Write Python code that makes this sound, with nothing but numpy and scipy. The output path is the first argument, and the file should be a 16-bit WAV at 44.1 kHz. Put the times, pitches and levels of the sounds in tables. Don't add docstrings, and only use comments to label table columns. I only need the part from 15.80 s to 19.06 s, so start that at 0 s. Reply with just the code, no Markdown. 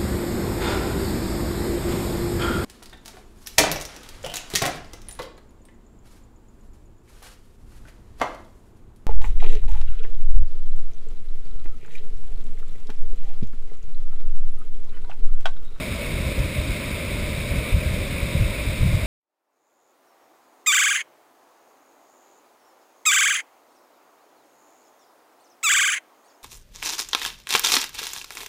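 import sys
import numpy as np
from scipy import signal
from scipy.fft import rfft, irfft
from scipy.io import wavfile
from scipy.ndimage import uniform_filter1d

SR = 44100
rng = np.random.default_rng(int(sys.argv[2]) if len(sys.argv) > 2 else 0)


def rack_gain(trim_db):
    fader = np.asarray(trim_db, float)
    return 10 ** (fader / 20)


def int16_out(signal):
    q = np.round(np.clip(np.atleast_2d(signal).T, -1, 1) * 32767)
    wavfile.write(sys.argv[1], SR, q.astype(np.int16))


N = 143766


def evened(x):
    return x / np.sqrt(np.mean(x ** 2) + 1e-20)


def read(points, hz):
    point_hz, value = np.transpose(points)
    return np.interp(np.log(hz + 1), np.log(point_hz + 1), value)


def colour(x, db_of):
    hz = np.fft.rfftfreq(len(x), 1 / SR)
    return irfft(rfft(x) * rack_gain(db_of(hz)), len(x))


def drift(seconds):
    size = round(seconds * SR)
    once = uniform_filter1d(rng.standard_normal(N), size)
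    return evened(uniform_filter1d(once, size))


def housing(hz):
    # pitch_hz, level_db (per Hz)
    open_air = [(30, -65.5), (200, -45.5), (400, -53.5), (1200, -62), (3000, -63.5), (5200, -66.5),
                (5700, -71.5), (6000, -85)]
    # pitch_hz, width_hz, boost_db
    case_rings = [(574, 57, 8), (642, 28, 1), (813, 74, -8.5), (980, 53, 1.5), (2256, 196, 12),
                  (2608, 128, 5), (3710, 195, 7), (4420, 120, -3)]
    level_db = read(open_air, hz)
    for ring_hz, width_hz, boost_db in case_rings:
        level_db = level_db + boost_db * np.exp(-0.5 * ((hz - ring_hz) / width_hz) ** 2)
    return level_db


def fall():
    roar_db, splash_db, splashes_per_s = -30, -16.5, 1500
    patch_db, flicker_db = 0.54, 0.27
    frames = N // 128 + 5
    real, imaginary, patches = rng.standard_normal((frames, 257, 3)).T
    patches = uniform_filter1d(patches, size=8, axis=0)
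    patches = evened(uniform_filter1d(patches, size=16, axis=1))
    spectrum = (real + 1j * imaginary) * rack_gain(patch_db * patches)
    roar = evened(signal.istft(spectrum, nperseg=512, noverlap=384)[1][:N])

    hit, size, sign = rng.random((3, N))
    strength = rack_gain(-3.5 * np.log(size + 0.002))
    splash = (hit < splashes_per_s / SR) * strength * np.sign(sign - 0.5)
    water = roar + rack_gain(splash_db) * evened(splash)
    flow = rack_gain(flicker_db * drift(0.0071))
    return rack_gain(roar_db) * evened(colour(flow * water, housing))


def steadied(x):
    window_s, share = 0.032, 0.99
    power = abs(uniform_filter1d(x ** 2, size=round(window_s * SR))) + 1e-12
    return evened(x / power ** (share / 2))


def wind():
    # pitch_hz, level_db (per Hz)
    rumble_spectrum = [(8, -26), (21, -5.5), (36, 1), (60, 2), (95, 0.5), (140, -6), (190, -15.5),
                       (300, -49.5)]
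    # peak_s, level_db, length_s, flutter_share (0 deep, 1 fluttering)
    gusts = [(0.107, -26.5, 0.032, 0.65), (.28, -28.5, 0.059, 0), (0.373, -26.5, 0.086, .6),
             (.47, -23, 0.022, .5), (0.589, -21.5, 0.034, 0.54), (0.66, -20.5, 0.028, 0.3),
             (0.798, -24, 0.041, 0.6), (0.895, -21.5, 0.024, 0.35), (1.058, -30.5, .04, 0.5),
             (1.13, -30, 0.039, 0.9), (1.407, -29.5, 0.17, 0.2), (1.607, -30, 0.077, .3),
             (1.723, -22.5, 0.023, 0.1), (1.774, -24.5, 0.041, 0.76), (1.958, -18.5, 0.04, 0.65),
             (2.091, -22, 0.048, 0.36), (2.193, -26.5, 0.044, 0), (2.33, -29, 0.056, 0.2),
             (2.435, -27.5, 0.026, 0.3), (2.557, -21.5, 0.023, 0.86), (2.626, -18.5, 0.065, 0.3),
             (2.802, -29.5, 0.04, 0.2), (2.893, -20.5, 0.037, 0.35), (3.021, -16, 0.033, 0.02),
             (3.07, -19.5, 0.071, 0.93), (3.14, -19, 0.038, 0.67), (3.238, -25, 0.025, 0.5)]
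    # time_s, peak_db, pitch_hz, push (above 0 pushes, below 0 sucks)
    thumps = [(.585, -22, 70, 0.89), (0.605, -13.5, 59.5, 1), (.8, -16, 55, 0.76), (.911, -15.5, 60, -1.1),
              (1.934, -12, 40, -0.75), (1.947, -5.5, 70, 0.94), (2.066, -16, 70, -0.91),
              (2.074, -16.5, 70, 1), (2.081, -15, 79.5, -0.96), (2.093, -20, 60, -1.1),
              (0.116, -24.5, 69, -1.2), (0.477, -19, 70, 1), (1.978, -12.5, 60, -1),
              (2.433, -12, 65, -0.87), (2.611, -15, 45, -0.83), (2.661, -16, 60, -0.9),
              (2.875, -15, 59.5, -1.04), (2.888, -16, 70, 0.78), (2.556, -14.5, 99, 0.95),
              (2.625, -10, 75, 0.9), (3.031, -22, 55, 0.8), (3.064, -10, 98, 1), (3.14, -16, 95, 1),
              (3.153, -14, 79.6, -1)]
    breeze_db, lump_db = -33.5, 1.5
    rise_share = 0.54
    tilt_db, pivot_hz = 4.5, 65
    t = np.arange(N) / SR
    out = np.zeros(N)

    for tilt in (-1, 1):
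        power = rack_gain(2 * breeze_db) / 2
        for peak_s, level_db, length_s, flutter_share in gusts:
            share = np.clip(0.5 + tilt * (flutter_share - 0.5), 0, 1)
            side_s = length_s * np.where(t < peak_s, rise_share, 1)
            power = power + share * rack_gain(2 * level_db) * np.exp(-((t - peak_s) / side_s) ** 2)

        def rumble_db(hz):
            octaves = np.log2((hz + 1) / pivot_hz)
            return read(rumble_spectrum, hz) + tilt * tilt_db * np.tanh(octaves)

        rumble = steadied(colour(rng.standard_normal(N), rumble_db))
        out = out + np.sqrt(power) * rack_gain(lump_db * drift(0.021)) * rumble

    for time_s, peak_db, pitch_hz, push in thumps:
        u = (np.pi * pitch_hz * (t - time_s)) ** 2
        out = out + push * rack_gain(peak_db) * (1 - 2 * u) * np.exp(-u)
    return out


def channel_hiss():
    high = signal.butter(6, 14500, "high", fs=SR, output="sos")
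    level = rack_gain(-64.5 + 2.8 * drift(0.03))
    return level * signal.sosfilt(high, rng.standard_normal(N)) * np.array([[1], [-1]])


def scene():
    return np.tile(fall() + wind(), (2, 1))


def limiter(dry):
    knee_db, squeeze, recover_db_per_s, unlike_db = -12, 0.43, 54, -25
    level_db = 20 * np.log10(abs(dry[0]) + 1e-6)
    slope = np.arange(N) * recover_db_per_s / SR
    held_db = np.maximum.accumulate(level_db + slope) - slope
    over_db = np.maximum(held_db - knee_db, 0)
    cut_db = squeeze * uniform_filter1d(over_db, size=200)
    channel_share = 0.5 + rack_gain(unlike_db / 2) * np.array([[-1], [1]]) / 2
    return dry / rack_gain(cut_db * channel_share)


def slow_sampling(x):
    up, down, hold = 40, 147, 4
    slow = signal.resample_poly(x, up, down, axis=1, window=("kaiser", 8.0))
    held = np.repeat(slow, hold, axis=1)
    return signal.resample_poly(held, down, up * hold, axis=1)[:, :N]


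def roll_off(x):
    return signal.sosfilt(signal.butter(12, 16360, fs=SR, output="sos"), x)


def record(dry):
    # pitch_hz, level_db
    range_edges = [(4, -40), (14, 0), (15000, 0), (15110, -8), (15135, -90)]
    played = slow_sampling(limiter(dry)) + channel_hiss()
    mix = np.array([colour(x, lambda hz: read(range_edges, hz)) for x in played])
    return roll_off(mix)


dry = scene()
out = record(dry)
int16_out(out)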